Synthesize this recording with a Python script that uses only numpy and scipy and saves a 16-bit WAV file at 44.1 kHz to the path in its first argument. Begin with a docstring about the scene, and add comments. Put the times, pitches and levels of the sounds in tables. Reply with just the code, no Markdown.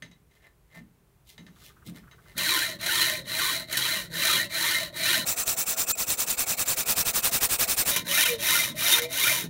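"""Faint workshop air; a hacksaw taps, drags and thuds on a steel piece in a vise, with a short run of faint ticks.
Even strokes follow: tooth clicks, rub noise and random chips drive resonances of blade, frame and bench.
The middle strokes play as a time-lapse by skipping samples, four times as fast and as high.
The cut deepens and brightens there; normal strokes then end the job. Short gliding sines sing now and then."""
import sys
import numpy as np
from scipy import signal
from scipy.fft import rfft, irfft
from scipy.io import wavfile
from scipy.ndimage import uniform_filter1d

SR = 44100
rng = np.random.default_rng(int(sys.argv[2]) if len(sys.argv) > 2 else 0)


def dump(signal):
    """Clip the signal to [-1, 1] and save it as 16-bit WAV at the path in sys.argv[1]."""
    limited = np.clip(np.atleast_2d(signal).T, -1, 1)
    pcm = np.round(limited * 32767).astype(np.int16)
    wavfile.write(sys.argv[1], SR, pcm)


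N = 418509

# Columns t are listening time; rise, fade, half length and f are as at the bench, before the time-lapse.
# workshop air, relative spectrum: f/Hz, density/dB
AIR_SPECTRUM = [(18, -20), (30, -11), (52, 4), (92, -3.5), (135, 1.5), (263, -16.5), (399, -9.5),
                (518, -18.5), (1230, -21.5), (4910, -32.5), (15500, -30)]
# workshop air: t/s, level/dB
AIR_LEVELS = [(0, -63), (1.2, -62), (1.4, -59), (2.3, -57), (9.49, -57)]
# weight of the saw rocking the bench: t/s, level/dB
BENCH_THUDS = [(0.033, -48.5), (.776, -46.5), (1.403, -45), (1.879, -38), (2.37, -43), (3.23, -46),
               (4.36, -40.5), (5.191, -38), (8.03, -40.5), (8.71, -39), (9.45, -37)]
# blade tapping the work: t/s, drive/dB
BLADE_TAPS = [(0.023, -37), (0.114, -51.5), (0.312, -60), (1.38, -43), (1.466, -47.5), (2.1128, -47.5)]
# light drags over the work: peak t/s, rise/s, drive/dB, treble offset/dB
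BLADE_DRAGS = [(.365, 0.041, -54, 1), (.465, 0.044, -46.5, -6), (0.774, 0.048, -39.5, -4),
               (1.307, 0.031, -50.5, 13.5), (1.676, 0.083, -50, 12), (1.873, 0.015, -46.5, 12),
               (1.968, 0.018, -40, 1.5), (2.32, 0.069, -47, 1.5)]
# resting saw, relative broad colour: f/Hz, level/dB
RESTING_COLOUR = [(100, -15), (900, -7.5), (1700, -9.5), (3000, -2.5), (5000, -8), (15000, -13)]
# resting saw, modes: f/Hz, width/Hz, lift/dB
RESTING_MODES = [(606, 70, 10), (1800, 65, 16.7), (2030, 67, 20.5), (3850, 70, 15), (6300, 95, 14)]
# blade or vise singing: t/s, f/Hz, level/dB, half length/s, glide/(octaves/s)
SINGING_TONES = [(2.56, 342, -41.5, 0.023, -11.5), (3.117, 615, -43.5, 0.052, 0),
                 (3.46, 1494, -36, 0.028, 1), (4.762, 2100, -33, 0.025, -0.5),
                 (5.941, 625, -43.5, 0.051, -0.5), (5.935, 1855, -33, 0.052, 1.5),
                 (8.195, 1820, -29, 0.025, 3.5), (8.241, 3250, -28, 0.011, -5),
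                 (8.325, 475, -32, 0.038, -1.5), (8.555, 1400, -32, 0.013, 7),
                 (8.599, 2082, -28, 0.01, -0.5), (8.937, 3675, -19, 0.017, 0), (9.03, 480, -37, 0.045, 0.5),
                 (9.27, 1440, -29, .018, 4.5)]
# teeth catching on the edge of the cut: t/s, drive/dB
TOOTH_SNAGS = [(2.38, -20), (2.812, -30.5), (2.863, -21.5), (3.015, -18), (3.279, -36), (3.727, -22),
               (3.772, -16.5), (5.478, -12), (6.103, -14.5), (7.963, -17), (8.925, -16.5)]
# teeth losing grip: t/s, half length/s
TOOTH_SKATES = [(5.935, 0.067), (8.246, 0.0048), (9.009, 0.0087)]
# strokes, each lasting until the next: start t/s, pressure/dB, share of stroke at top speed/1
SAW_STROKES = [(2.345, -21.5, 0.4), (2.782, -20.5, 0.47), (3.237, -22.3, 0.5), (3.664, -23.5, 0.48),
               (4.091, -19, 0.54), (4.485, -21.5, 0.43), (4.914, -20, 0.57), (5.253, -19.5, 0.44),
               (5.356, -20.5, 0.47), (5.451, -20, 0.46), (5.559, -20.5, 0.44), (5.652, -20, 0.47),
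               (5.76, -19.5, 0.42), (5.859, -19, 0.5), (5.965, -21, 0.48), (6.057, -20.5, 0.48),
               (6.167, -20.5, 0.47), (6.258, -21.5, 0.44), (6.365, -20.5, 0.47), (6.454, -20.5, 0.49),
               (6.562, -20, 0.55), (6.647, -20, 0.53), (6.758, -21.5, 0.42), (6.847, -18.5, 0.57),
               (6.949, -18.5, 0.5), (7.041, -20.5, 0.5), (7.126, -20.5, 0.48), (7.218, -19, 0.49),
               (7.306, -19.5, 0.48), (7.399, -19, 0.47), (7.483, -20.5, 0.47), (7.579, -19, 0.46),
               (7.667, -20.5, 0.45), (7.76, -19.5, 0.45), (7.845, -20, 0.47), (8.041, -19.5, 0.49),
               (8.376, -20.5, 0.43), (8.741, -19.5, 0.51), (9.078, -21, 0.49)]
# bending modes of half the blade, work at mid-blade: f/Hz, width/Hz, lift/dB
SPAN_MODES = [(400, 25, 6), (1100, 30, 13), (2160, 60, 5), (3560, 140, 2)]
# friction ringing of the frame: low f/Hz, high f/Hz
FRAME_BANDS = [(1780, 2150), (3750, 4250)]
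# saw and work, relative broad colour: f/Hz, shallow cut/dB, deep cut/dB
CUT_COLOUR = [(55, -14.5, -27), (110, -12, -8), (200, -15, -13.5), (413, -18, -15.5), (780, -21.5, -17),
              (1270, -10.5, -8), (1780, -5.5, -6), (2670, -8, -3), (3060, -6.5, -5.5), (3370, -12, -7),
              (3610, -6, -2.1), (4480, -8.5, -8), (4620, -11, -7.5), (5900, -6.5, 0), (8100, -9.5, -8),
              (8870, -6, -1), (16000, -9, -2)]
# bench, vise, frame and blade modes: f/Hz, width/Hz, shallow lift/dB, deep lift/dB
CUT_MODES = [(132, 4.9, 14, 13), (165.4, 11, 10.5, 7.5), (199, 10.4, 12.5, 12.5), (359, 18, 17, 15.5),
             (475, 15, -18, 4), (577, 57, 10, 9.5), (643, 33, 12.5, 9.5), (935, 32, 9, 10.5),
             (1036.4, 10.7, 14, 12.5), (1480, 84, 8, 5), (1823, 39, 9.5, 6), (1952, 46, 8, 2.5),
             (2086, 23, 6, 5), (2080, 8.8, -1, 7), (2366, 29, 9, 11.5), (3017, 81, 6, 7.5),
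             (3274, 40, 13, 11), (3682, 38, -10, 9), (3805, 85, 9.5, 9.5), (4028, 93, 13.5, -14),
             (4460, 110, 9.5, 7)]

TICK_FROM_S, TICK_EVERY_S, TICK_COUNT = 1.5, .0644, 14
THUD_RISE_S, THUD_FADE_S, THUD_BAND_HZ = 0.014, 0.074, (147, 234)
TAP_RISE_S, TAP_FADE_S, TAP_TOP_HZ = 0.00035, 0.025, 5140
TAP_CRACK_DB, TAP_CRACK_S = 4, 0.0019   # lift over the tap, fade
DRAG_FADE_S = 0.024
SCRAPE_HZ, SCRAPE_WIDTH_HZ = 3520, 1100   # open rasp of lightly sliding teeth
SNAG_RISE_S, SNAG_FADE_S = .0015, 0.012
BREAKAWAY_LAG_S, BREAKAWAY_FADE_S = 0.0493, 0.03   # lag after the turn
BREAKAWAY_DB, BREAKAWAY_SPREAD_DB = -33, 1.5
LAST_STROKE_END_S = 9.48
TEETH_PER_STROKE = 320   # nominal
SKATE_DIP_DB = -25.5
JUDDER_DB = 1.8   # spread
DEEPENS_FROM_S, DEEPENS_TO_S = 5.87, 7.4
CUTOFF_HZ = 15750
LAPSE_START, LAPSE_END, SPEED_UP = round(5.25 * SR), round(7.915 * SR), 4   # samples, samples, factor
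SKIPPED = (SPEED_UP - 1) * (LAPSE_END - LAPSE_START)
WORK = np.arange(N + SKIPPED) / SR   # s at the bench


def from_db(db):
    """Decibels to gain."""
    return np.exp(np.asarray(db) * (np.log(10) / 20))


def rms_one(x):
    """Scale to unit rms."""
    return x / np.sqrt(np.mean(x ** 2) + 1e-20)


def bench_time(s):
    """Listening time to time at the bench."""
    start_s, end_s = LAPSE_START / SR, LAPSE_END / SR
    return s + (SPEED_UP - 1) * (np.clip(s, start_s, end_s) - start_s)


def band(x, hz, kind, order=2):
    """Butterworth filter."""
    return signal.sosfilt(signal.butter(order, hz, kind, fs=SR, output="sos"), x + 1e-18)


def noise():
    """White noise for the whole job."""
    return rng.standard_normal(len(WORK))


def drift(hz):
    """Low-passed noise of unit rms, computed at a reduced rate."""
    step = 16
    slow = band(rng.standard_normal(len(WORK[::step])), min(hz * step, .45 * SR), "low")
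    return np.interp(WORK, WORK[::step], rms_one(slow))


def swells(rows):
    """Summed envelopes of rows (bench s, dB, rise s, fade s): a rounded rise, then an exponential fade."""
    out = np.zeros(len(WORK))
    for at, db, rise, fade in rows:
        near = slice(*np.searchsorted(WORK, [at - 4 * rise, at + 10 * fade]))
        t = WORK[near] - at
        out[near] += from_db(db) * np.exp(-np.where(t < 0, (t / rise) ** 2, t / fade))
    return out


def response(hz, db, modes=()):
    """Minimum-phase impulse response of a colour with resonances, and its rms gain at 1-5 kHz."""
    size = 2 ** 14
    f = np.fft.rfftfreq(size, 1 / SR) + 1
    peaks = 1 + sum(from_db(lift) ** 2 / (1 + (2 * (f - centre) / width) ** 2)
                    for centre, width, lift in modes)
    gain = from_db(np.interp(np.log(f), np.log(hz), db)) * np.sqrt(peaks)
    # folded cepstrum makes it causal
    cepstrum = irfft(np.log(gain))
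    cepstrum[0] /= 2
    impulse = irfft(np.exp(rfft(2 * cepstrum[:size // 2], size)))
    return impulse, np.sqrt(np.mean(gain[(f > 1000) & (f < 5000)] ** 2))


def gliding_resonance(x, hz, width):
    """Resonance of gain 1 with a moving centre: shift to 0 Hz, low-pass, shift back."""
    cycles = np.cumsum(hz) / SR
    turn = 2 * np.pi * (cycles - np.floor(cycles)).astype(np.float32)
    r = np.exp(-np.pi * width / SR)
    return 2 * sum(wave * signal.lfilter([1 - r], [1, -r], x * wave)
                   for wave in (np.cos(turn), np.sin(turn)))


def room_air():
    """Coloured noise of slowly changing level."""
    s, db = np.transpose(AIR_LEVELS)
    impulse, _ = response(*np.transpose(AIR_SPECTRUM))
    air = rms_one(signal.oaconvolve(noise(), impulse)[:len(WORK)])
    return air * from_db(np.interp(WORK, bench_time(s), db))


def faint_ticks(level_db=-57.0, centre_hz=1340, rise_s=0.0063, fade_s=0.014):
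    """A short run of soft noise bursts, unevenly spaced."""
    rows = []
    for k in range(TICK_COUNT):
        at = TICK_FROM_S + TICK_EVERY_S * (k + rng.uniform(-0.43, 0.4))
        rows.append((at, level_db + 2 * rng.standard_normal(), rise_s, fade_s))
    return swells(rows) * rms_one(band(noise(), [centre_hz * .85, centre_hz * 1.2], "band"))


def thuds():
    """The saw's weight rocks the bench, at rest and while sawing: bursts of low noise."""
    envelope = swells([(bench_time(s), db, THUD_RISE_S, THUD_FADE_S) for s, db in BENCH_THUDS])
    return envelope * rms_one(band(noise(), THUD_BAND_HZ, "band"))


def taps():
    """Force of blade on work: a short crack over a slower noise burst."""
    rows = []
    for s, db in BLADE_TAPS:
        rows.append((bench_time(s), db + TAP_CRACK_DB, TAP_RISE_S, TAP_CRACK_S))
        rows.append((bench_time(s), db, TAP_RISE_S, TAP_FADE_S))
    return swells(rows) * band(noise(), TAP_TOP_HZ, "low", order=1)


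def drags(grit_db=4.5, hiss_db=-17):
    """Light sliding: gritty noise as a dull force and as a directly heard, resonant hiss."""
    grit = rms_one(noise() * from_db(grit_db * drift(310)))
    dull, bright = band(grit, 2000, "low", order=3), band(grit, 2000, "high")
    rasp = gliding_resonance(bright, np.full(len(WORK), SCRAPE_HZ), SCRAPE_WIDTH_HZ)
    force_rows = [(bench_time(s), db, rise, DRAG_FADE_S) for s, rise, db, _ in BLADE_DRAGS]
    hiss_rows = [(bench_time(s), db + treble_db, rise, DRAG_FADE_S)
                 for s, rise, db, treble_db in BLADE_DRAGS]
    return dull * swells(force_rows), from_db(hiss_db) * (bright + 2 * rasp) * swells(hiss_rows)


def handling():
    """Taps and drags excite the resting saw's modes; hiss and thuds add directly."""
    drag_force, hiss = drags()
    impulse, gain = response(*np.transpose(RESTING_COLOUR), RESTING_MODES)
    resting_saw = signal.oaconvolve(taps() + drag_force, impulse / gain)[:len(WORK)]
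    return resting_saw + hiss + thuds()


def singing(waver=0.007924):
    """Teeth lock on to a resonance: short wavering sines, some gliding as the blade travels."""
    out, wobble = np.zeros(len(WORK)), waver * np.cumsum(drift(88.2)) / SR
    for s, hz, db, half, glide in SINGING_TONES:
        at = bench_time(s)
        near = slice(*np.searchsorted(WORK, [at - 3 * half, at + 3 * half]))
        t = WORK[near] - at
        cycles = hz * (np.cumsum(2 ** (glide * t)) / SR + wobble[near])
        envelope = from_db(db) * np.sqrt(2) * np.exp(-(t / half) ** 2)
        out[near] += envelope * np.sin(2 * np.pi * cycles)
    return out


def stroke_turns():
    """Bench times of the stroke starts and of the last end."""
    return bench_time(np.array([s for s, _, _ in SAW_STROKES] + [LAST_STROKE_END_S]))


def catching():
    """Force of catching teeth: a small jerk after each stroke start, and a few hard snags."""
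    jerks = [(at + BREAKAWAY_LAG_S, BREAKAWAY_DB + BREAKAWAY_SPREAD_DB * rng.standard_normal(),
              SNAG_RISE_S, BREAKAWAY_FADE_S) for at in stroke_turns()[:-1]]
    snags = [(bench_time(s), db, SNAG_RISE_S, SNAG_FADE_S) for s, db in TOOTH_SNAGS]
    return swells(jerks + snags) * noise()


def motion(reach_spread=0.0996):
    """To-and-fro of uneven reach: speed 0-1, place (0 back, 1 out, nominal), teeth per second, pressure."""
    turns, (_, pressure_db, fastest) = stroke_turns(), np.transpose(SAW_STROKES)
    k = np.clip(np.searchsorted(turns, WORK) - 1, 0, len(turns) - 2)
    length = np.diff(turns)[k]
    # warp puts top speed near its set share of the stroke
    warp = np.log(.5) / np.log(np.clip(fastest, .1, .9))
    progress = np.clip((WORK - turns[k]) / length, 0, 1) ** warp[k]
    speed = np.abs(np.sin(np.pi * progress))
    tooth_hz = TEETH_PER_STROKE / length * np.pi / 2 * speed

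    ends = np.arange(len(turns)) % 2 + reach_spread * rng.standard_normal(len(turns))
    place = ends[k] + np.diff(ends)[k] * (.5 - .5 * np.cos(np.pi * progress))
    # normal speed resumes on a pull
    place = np.where(WORK < bench_time(LAPSE_END / SR), place, 1 - place)

    skating = sum(np.abs(WORK - bench_time(at)) < half for at, half in TOOTH_SKATES)
    dip_db = SKATE_DIP_DB * uniform_filter1d(skating * 1., size=200)
    onset = np.clip((WORK - turns[0]) / 0.032, 0, 1) ** 2
    return speed, place, tooth_hz, from_db(pressure_db[k] + dip_db) * onset


def teeth(tooth_hz, jitter=.04, uneven_db=-1.5, bite_db=-8.5, chip_db=-8.5,
          chips_per_tooth=0.79, chip_spread_db=3.0):
    """Each tooth bites with a click and rubs on; chips break off at random."""
    passed = np.cumsum(tooth_hz * (1 + jitter * drift(60))) / SR
    bites = np.diff(np.floor(passed), prepend=0) * from_db(uneven_db * noise())
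    rub = noise() * np.exp(-1.5 * (passed % 1))
    breaks = rng.random(len(WORK)) < chips_per_tooth * tooth_hz / SR
    chip_level_db = chip_spread_db * np.minimum(rng.exponential(1, len(WORK)), 4)
    chips = breaks * np.sign(noise()) * from_db(chip_level_db)
    clicks = from_db(bite_db) * rms_one(band(bites, 370, "high"))
    return rms_one(rms_one(rub) + clicks + from_db(chip_db) * rms_one(chips))


def blade(force, place, reach=.42, middle=.58, wander=0.02025, flare_db=4.5):
    """The work splits the blade in two spans; modes sink as a span lengthens, rise as it shortens."""
    # no two strokes sit alike
    offset = np.clip(reach * (place - middle) + wander * drift(10.12), -.45, .45)
    out = force
    for span in (.5 + offset, .5 - offset):
        for hz, width, lift_db in SPAN_MODES:
            pitch = hz * (.5 / span) ** 2
            # the cut damps high modes
            undamped = 1 / (1 + np.square(np.square(pitch / 5200)))
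            # friction feeds each mode by fits and starts
            flare = from_db(lift_db + flare_db * np.minimum(drift(14.0), 1.5))
            out = out + flare * undamped * gliding_resonance(force, pitch, width)
    return rms_one(out)


def frame_ring():
    """Friction ringing of the frame: noise in two bands."""
    return rms_one(sum(band(noise(), edges, "band") for edges in FRAME_BANDS))


def cutting(idle=0.0088, low_power=0.085, moan_power=0.45, mid_power=1.29, high_power=1.4,
            ring_power=0.97, low_db=-3, moan_db=-1, mid_db=-1, ring_db=-15, high_db=0.0):
    """Cutting force by band: hiss needs speed, low thrum lasts through the turns."""
    speed, place, tooth_hz, pressure = motion()
    # uneven bite: the rasp comes in small bursts
    judder = from_db(JUDDER_DB * rms_one(band(noise(), [25, 160], "band")))
    grind = blade(teeth(tooth_hz), place) * judder
    effort = idle + (1 - idle) * speed
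    low = band(grind, 330, "low", order=3)
    moan = band(grind, [330, 640], "band", order=3)
    rest = band(grind, 960, "high", order=3)
    mid = band(rest, 5000, "low", order=3)
    high = band(rest, 5000, "high", order=3)
    ring = frame_ring() * judder
    layers = [(low, low_db, low_power), (moan, moan_db, moan_power), (mid, mid_db, mid_power),
              (ring, ring_db, ring_power), (high, high_db, high_power)]
    return pressure * sum(from_db(db) * force * effort ** power for force, db, power in layers) + catching()


def steel(force, deep):
    """Saw, work and bench answer a force, in a shallow (0) or deep (1) cut."""
    colour, modes = np.array(CUT_COLOUR), np.array(CUT_MODES)
    impulse, gain = response(colour[:, 0], colour[:, 1 + deep], modes[:, [0, 1, 2 + deep]])
    radiated = band(force, 45, "high", order=3)
    return signal.oaconvolve(radiated, impulse / gain)[:len(WORK)]


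def workshop(x, wet_db=-8.5, t60_s=0.095, wall_hz=6000):
    """A cluttered room adds a short, dull, diffuse tail of decaying noise."""
    t = WORK[:SR // 2]
    decay = rng.standard_normal(len(t)) * from_db(-60 * t / t60_s) * (t > .003)
    tail = band(decay, wall_hz, "low", order=1)
    return x + from_db(wet_db) * signal.oaconvolve(x, tail / np.linalg.norm(tail))[:len(x)]


def time_lapse(x, lapse_db=0.0):
    """Skipping samples raises every pitch and folds the treble down into a broad hiss."""
    resume = LAPSE_END + SKIPPED
    fast = band(x, CUTOFF_HZ, "low", order=6)[LAPSE_START:resume:SPEED_UP]
    return np.concatenate([x[:LAPSE_START], from_db(lapse_db) * fast, x[resume:]])


def scene():
    """Crossfade from shallow to deep cut, add the rest; both channels alike."""
    force = cutting()
    depth = np.interp(WORK, bench_time(np.array([DEEPENS_FROM_S, DEEPENS_TO_S])), [0, 1])
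    cut = steel(force * (1 - depth), 0) + steel(force * depth, 1)
    saw = cut + singing() + handling()
    background = room_air() + faint_ticks()
    return np.tile(time_lapse(workshop(saw) + background), (2, 1))


def record(dry):
    """Steep elliptic low-pass."""
    return signal.sosfilt(signal.ellip(12, .2, 80, CUTOFF_HZ, fs=SR, output="sos"), dry)


dry = scene()
out = record(dry)
dump(out)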